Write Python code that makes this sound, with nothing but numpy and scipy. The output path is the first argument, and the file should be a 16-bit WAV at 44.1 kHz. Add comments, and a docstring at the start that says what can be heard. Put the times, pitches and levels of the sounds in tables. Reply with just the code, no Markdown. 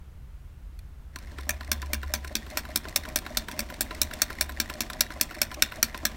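"""The low rumble of a quiet room, then a faint tick of card: a small hand-cranked flipbook machine in a
cardboard box starts turning, close to a single microphone. About five times a second a card slips off
the catch with a knock, brushes its neighbour and a tenth of a second later slaps the stack. The pack
sags and rubs on its spindle, and the box hums low with the turning, most strongly early on."""
import sys
import numpy as np
from scipy import signal
from scipy.fft import rfft, irfft, next_fast_len
from scipy.io import wavfile

SR = 44100
rng = np.random.default_rng(int(sys.argv[2]) if len(sys.argv) > 2 else 0)


def wav_out(sig):
    """Save sig, one row per channel (or a flat mono array), as 16-bit PCM at SR to the path in sys.argv[1]."""
    wavfile.write(sys.argv[1], SR, np.round(np.clip(np.atleast_2d(sig).T, -1, 1) * 32767).astype(np.int16))


N = 271656
CLOCK = np.arange(N) / SR
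AGE = np.arange(SR // 4) / SR   # seconds since a contact
FALL_S = 0.108   # every card takes this long from the catch to the stack

# Modes of the cards and box, rung by a contact: pitch_hz, width_hz, gain_db
BOX_MODES = [(1670, 150, -3), (1856, 92, -3.5), (2360, 136, 0.5), (2593, 340, -5), (3690, 400, -3.5),
             (4410, 310, 0.5), (5540, 650, 0.5), (6170, 190, -10), (7710, 1080, -3.5), (8480, 470, -6),
             (9480, 650, -5.5), (12250, 1800, -1.5), (14400, 480, -4.5), (15200, 1200, -6)]
# Low modes of the box panels: pitch_hz, width_hz, gain_db
PANEL_MODES = [(133, 31, -12), (221.8, 10.3, 4.5), (286.2, 22, 2), (356, 20, -8.5), (596, 43, -4),
               (682, 9.6, -11), (997, 14, -8)]
# One row per falling card, in relative levels (body and brightness count from the crack):
# slap_s, crack_db, body_db, bright_db, knock_db
CARDS = [(1.4925, -26, 1.5, 2, -28), (1.7159, -21.5, -4.5, 0.5, -27.5), (1.9331, -28, 1, 2, -26.5),
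         (2.138, -23.5, -3.5, -1.5, -25.5), (2.3533, -22.5, -7, -4, -27.5), (2.5721, -25.5, -2, 0, -34),
         (2.7588, -21, -8, 2, -31.5), (2.96, -19, -7, 1.5, -27.5), (3.159, -22, -5, 2.5, -28),
         (3.3712, -21, -9.5, -1.5, -25), (3.592, -26.5, -4, 0.5, -24.5), (3.8081, -25.5, -6, 6, -29),
         (4.0159, -18.5, -12, 2, -24), (4.2183, -17, -6.5, 0.5, -27), (4.41, -20.5, -4, 1.5, -25),
         (4.6006, -21, -5, -2, -27), (4.8059, -24.5, -6, -1.5, -23.5), (5.0076, -15.5, -9.5, -1, -24),
         (5.2114, -19, -7.5, 2.5, -27.5), (5.4162, -18.5, -5, 0.5, -28.5), (5.6225, -13.5, -4, -2, -27),
         (5.8284, -15, -7, -1, -26.5), (6.0524, -20, -3, -0.5, -23)]
# How strongly the cards rub as the crank turns: time_s, level_db
RUB_LEVEL = [(1.2, -53.5), (2.2, -54), (2.45, -50.5), (3.9, -48), (6.1, -50)]


def from_db(db):
    """Decibels to gain."""
    return 10 ** (np.asarray(db) / 20)


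def unit_rms(x):
    """Scale to rms 1."""
    return x / np.sqrt(np.mean(x ** 2) + 1e-20)


def unit_burst(x):
    """Scale a burst to the energy of 5 ms at rms 1."""
    return x / np.sqrt(np.sum(x ** 2) / 220 + 1e-20)


def add(out, start_s, sound):
    """Mix a sound in at a time."""
    at = max(round(start_s * SR), 0)
    out[at:at + len(sound)] += sound[:N - at]


def along(curve, time_s):
    """Read the columns of a curve at the given times."""
    times, *columns = np.transpose(curve)
    return [np.interp(time_s, times, column) for column in columns]


def band(x, low_hz, high_hz, order=2):
    """Causal band-pass."""
    return signal.sosfilt(signal.butter(order, [low_hz, high_hz], "band", fs=SR, output="sos"), x)


def coloured_noise(length, spectrum):
    """Noise of rms 1 shaped by rows of frequency_hz, level_db."""
    hz, db = np.transpose(spectrum)
    size = next_fast_len(length)
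    bins_hz = np.maximum(np.arange(size // 2 + 1) * SR / size, 1)
    gain = from_db(np.interp(np.log(bins_hz), np.log(hz), db))
    return unit_rms(irfft(rfft(rng.standard_normal(length), size) * gain, size)[:length])


def drift(per_s):
    """A random wander of rms 1 that turns per_s times a second."""
    return unit_rms(np.interp(CLOCK * per_s, np.arange(N // 20), rng.standard_normal(N // 20)))


def resonate(x, modes, vary_db, detune):
    """Parallel resonances; each contact lands elsewhere and finds them a little different."""
    out = 0
    for hz, width_hz, db in modes:
        radius = np.exp(-np.pi * width_hz / SR)
        angle = 2 * np.pi * hz * (1 + detune * rng.normal()) / SR
        gain = from_db(db + vary_db * rng.normal()) * (1 - radius ** 2) / 2
        poles = [1, -2 * radius * np.cos(angle), radius ** 2]
        out = out + gain * signal.lfilter([1, 0, -1], poles, x + 1e-18)
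    return out


def contact(rise_s, decay_s, shape=1):
    """Paper meets paper at many points: a short rough push."""
    rise = 1 - np.exp(-(AGE / rise_s) ** 2)
    return rng.standard_normal(len(AGE)) * rise * np.exp(-(AGE / decay_s) ** shape)


def room_tone(level_db=-43.5):
    """The quiet room: a steady low rumble under a trace of hiss."""
    # Spectrum of the room's background: frequency_hz, level_db
    spectrum = [(20, -11), (45, 0), (63, -1.5), (80, -1.5), (98, -19.5), (122, -12), (165, -20), (234, -27),
                (500, -35.5), (1500, -38.5), (3300, -46), (5000, -50.5), (10500, -53.5), (14000, -52.5),
                (16000, -56)]
    return from_db(level_db) * coloured_noise(N, spectrum)


def edge_ticks(brush_within_s=0.042, brush_over_rub_db=5.5, spread_db=3.5):
    """Light catches of card edges ring the box; each falling card brushes its neighbour once."""
    # Stray catches of card edges: start_s, level_db
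    catches = [(0.7909, -49.5), (1.1593, -37.5), (1.1874, -44.5), (1.408, -46), (1.8185, -36.5),
               (2.2758, -43.5), (2.885, -38.5), (3.1881, -33), (3.5212, -42), (4.1371, -33), (5.5445, -36)]
    out = np.zeros(N)
    freed_s = np.array(CARDS)[:, 0] - FALL_S
    brush_s = freed_s + brush_within_s * rng.uniform(0.63, 1, len(CARDS))
    rub_db, = along(RUB_LEVEL, brush_s)
    brush_db = rub_db + brush_over_rub_db + spread_db * rng.standard_normal(len(CARDS))
    for start_s, level_db in [*catches, *zip(brush_s, brush_db)]:
        push = contact(0.00025, 0.0025) + 4 * signal.unit_impulse(len(AGE))
        tick = resonate(push, BOX_MODES, vary_db=2, detune=0.04)
        add(out, start_s, from_db(level_db) * unit_burst(band(tick, 1100, 6640, order=1)))
    return out


def box_hum(pitch_hz=71.05, width_hz=3.74, gain_db=-7.5):
    """A narrow low resonance of the box swells as the turning gets going, and later dies away."""
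    # Rise and fall of the hum: time_s, level_db
    swell = [(1.0, -37), (1.25, -35), (1.8, -28.5), (2.28, -29.5), (2.38, -40), (2.7, -40), (4.35, -41.5),
             (4.68, -35), (4.9, -68)]
    level_db, = along(swell, CLOCK)
    phase = 2 * np.pi * np.cumsum(pitch_hz + width_hz / 2 * drift(18)) / SR
    tone = unit_rms(np.sin(phase) * from_db(0.5 * drift(9.7)))
    fade_in = np.interp(CLOCK, [1.0, 1.4], [0, 1])
    return fade_in * from_db(level_db + gain_db) * tone


def card_rubbing(slips_per_s=160, hold_lead_s=0.13, hold_width_s=0.011, hold_dip_db=4):
    """Cards slide over one another, sticking and slipping in tiny grains that stir the box."""
    # Spectrum of card sliding on card: frequency_hz, level_db
    spectrum = [(100, -0.5), (220, 5), (320, 3), (460, -7), (620, 3), (850, -6.5), (1050, -3.5),
                (1300, -9.5), (1900, -9.5), (2800, -11.5), (4300, -15.5), (7000, -19), (10500, -27.5),
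                (15500, -28)]
    slide = coloured_noise(N, spectrum) * from_db(2 * drift(90))
    slips = (rng.random(N) < slips_per_s / SR) * from_db(4 * np.minimum(rng.exponential(1, N), 3))
    grains = signal.fftconvolve(slips, np.exp(-AGE / 0.0015))[:N] * rng.standard_normal(N)
    scuff = unit_rms(band(grains, 1700, 2230))
    ring = resonate(grains, BOX_MODES, vary_db=1, detune=0.02)
    rustle = unit_rms(band(ring, 1100, 4900, order=1))
    panels = unit_rms(resonate(grains, PANEL_MODES, vary_db=0, detune=0))
    rub = from_db(1.5) * slide + from_db(-3) * scuff + from_db(-6.5) * rustle + from_db(-13) * panels
    # the rubbing dips while a card bends against the catch, just before it slips
    held = sum(np.exp(-((CLOCK - slap_s + hold_lead_s) / hold_width_s) ** 2) for slap_s, *_ in CARDS)
    level_db, = along(RUB_LEVEL, CLOCK)
    fade_in = np.interp(CLOCK, [1.12, 1.25], [0, 1])
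    return fade_in * from_db(level_db - hold_dip_db * held) * rub


def catch_knocks(gain_db=-6.5, start_hz=2350, end_hz=920, glide_s=0.00335):
    """A card slips off the catch and drops over in its holes: a hollow knock and a scuff of its edge."""
    # Modes of the spindle and holder: pitch_hz, width_hz, gain_db
    spindle_modes = [(225, 8.3, -26), (303, 24, 7), (376, 77, 3.5), (695, 180, -2), (1008, 67, 4.5),
                     (1450, 260, 0), (1700, 83, -3), (2470, 1100, -2.5), (3800, 310, -3)]
    out = np.zeros(N)
    # bending waves arrive treble first, so the knock falls in pitch
    pitch_hz = end_hz + (start_hz - end_hz) * np.exp(-AGE / glide_s)
    envelope = (1 - np.exp(-AGE / 0.0016)) * np.exp(-AGE / 0.0039)
    flex = np.sin(2 * np.pi * np.cumsum(pitch_hz) / SR) * envelope
    take_up = (1.1591, -29)   # the crank takes up the slack: start_s, level_db
    releases = [(slap_s - FALL_S, knock_db) for slap_s, *_, knock_db in CARDS]
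    for start_s, level_db in [take_up, *releases]:
        push = flex + from_db(2.5) * contact(0.001, 0.004)
        knock = resonate(push, spindle_modes, vary_db=1, detune=0.015)
        add(out, start_s, from_db(level_db + gain_db) * unit_burst(band(knock, 150, 3600)))
        edge = resonate(contact(0.0005, 0.006), BOX_MODES, vary_db=2, detune=0.04)
        add(out, start_s, from_db(rng.normal(-47, 4.5)) * unit_burst(band(edge, 3000, 16000)))
    return out


def pack_bumps(gain_db=5.5):
    """The pack sags once per card: a soft, drawn-out contact that wakes mainly its low modes."""
    # Modes of the sagging pack: pitch_hz, width_hz, gain_db
    pack_modes = [(292, 54, -5), (616, 21, 4.5), (677, 91, -12), (1040, 180, -12), (2060, 75, -1.5)]
    # The sag leads each slap by more or less as the drum goes round: time_s, lead_s, level_db
    sag = [(1.5, 0.029, -45.5), (2.55, 0.054, -41.5), (2.95, 0.095, -41), (3.55, 0.065, -40.5),
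           (3.9, 0.1, -43.5), (4.6, 0.11, -49), (4.8, 0.064, -43.5), (5.2, 0.056, -42),
           (5.83, 0.056, -40.5), (6.05, 0.026, -40)]
    out = np.zeros(N)
    for slap_s, *_ in CARDS:
        lead_s, level_db = along(sag, slap_s)
        push = band(contact(0.0055, 0.0094), 170, 980)
        bump = resonate(push, pack_modes, vary_db=1, detune=0.02)
        add(out, slap_s - lead_s, from_db(level_db + gain_db) * unit_burst(bump))
    return out


def rebound_patter(settle_s=0.011, width_s=0.0095, rustle_s=0.022, flicker_db=4.5):
    """A landed card lifts and settles again in a loose patter, and the stack rustles on."""
    knots_s = AGE[::50]
    flicker = from_db(flicker_db * np.interp(AGE, knots_s, rng.standard_normal(len(knots_s))))
    settling = np.exp(-((AGE - settle_s) / width_s) ** 2)
    rustling = from_db(-10.5) * (AGE > settle_s) * np.exp(-(AGE - settle_s) / rustle_s)
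    return rng.standard_normal(len(AGE)) * flicker * (settling + rustling)


def stack_slaps(gain_db=1.13, snap_at_s=0.0008, usual_crack_db=-21.5, thud_db=-30):
    """The freed card whips onto the stack, patters as it rebounds and shakes the box."""
    out = np.zeros(N)
    # the stiff edge lands first, in one clean snap
    snap = from_db(7.5) * signal.unit_impulse(len(AGE), round(snap_at_s * SR))
    for slap_s, crack_db, body_db, bright_db, _ in CARDS:
        push = contact(0.0011, 0.0039, shape=1.5) + snap
        patter = rebound_patter()
        landing = resonate(push, BOX_MODES, vary_db=1.5, detune=0.012)
        rebound = resonate(patter, BOX_MODES, vary_db=2, detune=0.03)
        rebound_db = -9 - 0.7 * (crack_db - usual_crack_db)   # a hard landing lies flatter
        # a flat landing is full, an edge-first landing is bright
        bands = [(1100, 3000, body_db), (3000, 6900, 0),
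                 (6900, 10600, bright_db - 3.5), (10600, 17000, bright_db - 4.5)]
        for low_hz, high_hz, band_db in bands:
            slap = unit_burst(band(landing, low_hz, high_hz, order=3))
            slap += from_db(rebound_db) * unit_burst(band(rebound, low_hz, high_hz, order=3))
            add(out, slap_s - snap_at_s, from_db(crack_db + band_db + gain_db) * slap)
        thud = resonate(contact(0.0003, 0.001), PANEL_MODES, vary_db=2, detune=0.015)
        add(out, slap_s, from_db(thud_db) * unit_burst(thud))
    return out


def room_reverb(x, t60_s=0.22, wet_db=-19.5, first_echo_s=0.0025):
    """A small furnished room: a short diffuse tail, duller than the direct sound."""
    # Spectrum of the room's reflections: frequency_hz, level_db
    spectrum = [(100, 10), (230, 9), (500, 14), (1000, 15), (1900, 7), (2500, 8.5), (3600, 10.5),
                (5500, -12.5), (8500, -3), (16000, -12)]
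    onset = np.clip(AGE / first_echo_s - 1, 0, 1)
    tail = coloured_noise(len(AGE), spectrum) * from_db(-60 * AGE / t60_s) * onset
    return from_db(wet_db) * signal.fftconvolve(x, tail / np.sqrt(np.sum(tail ** 2)))[:N]


def scene():
    """The machine close up in mono, with a little of the room behind it."""
    machine = stack_slaps() + catch_knocks() + edge_ticks() + pack_bumps() + card_rubbing()
    return (machine + room_tone() + room_reverb(machine) + box_hum())[None]


def record(dry, ceiling=0.85, cutoff_hz=16100):
    """The loudest snaps are rounded off a little, and the microphone chain cuts the top treble steeply."""
    rounded = ceiling * np.tanh(dry / ceiling)
    low_pass = signal.firwin(255, cutoff_hz, window="blackmanharris", fs=SR)
    return signal.fftconvolve(rounded, low_pass[None], "same")


dry = scene()
out = record(dry)
wav_out(out)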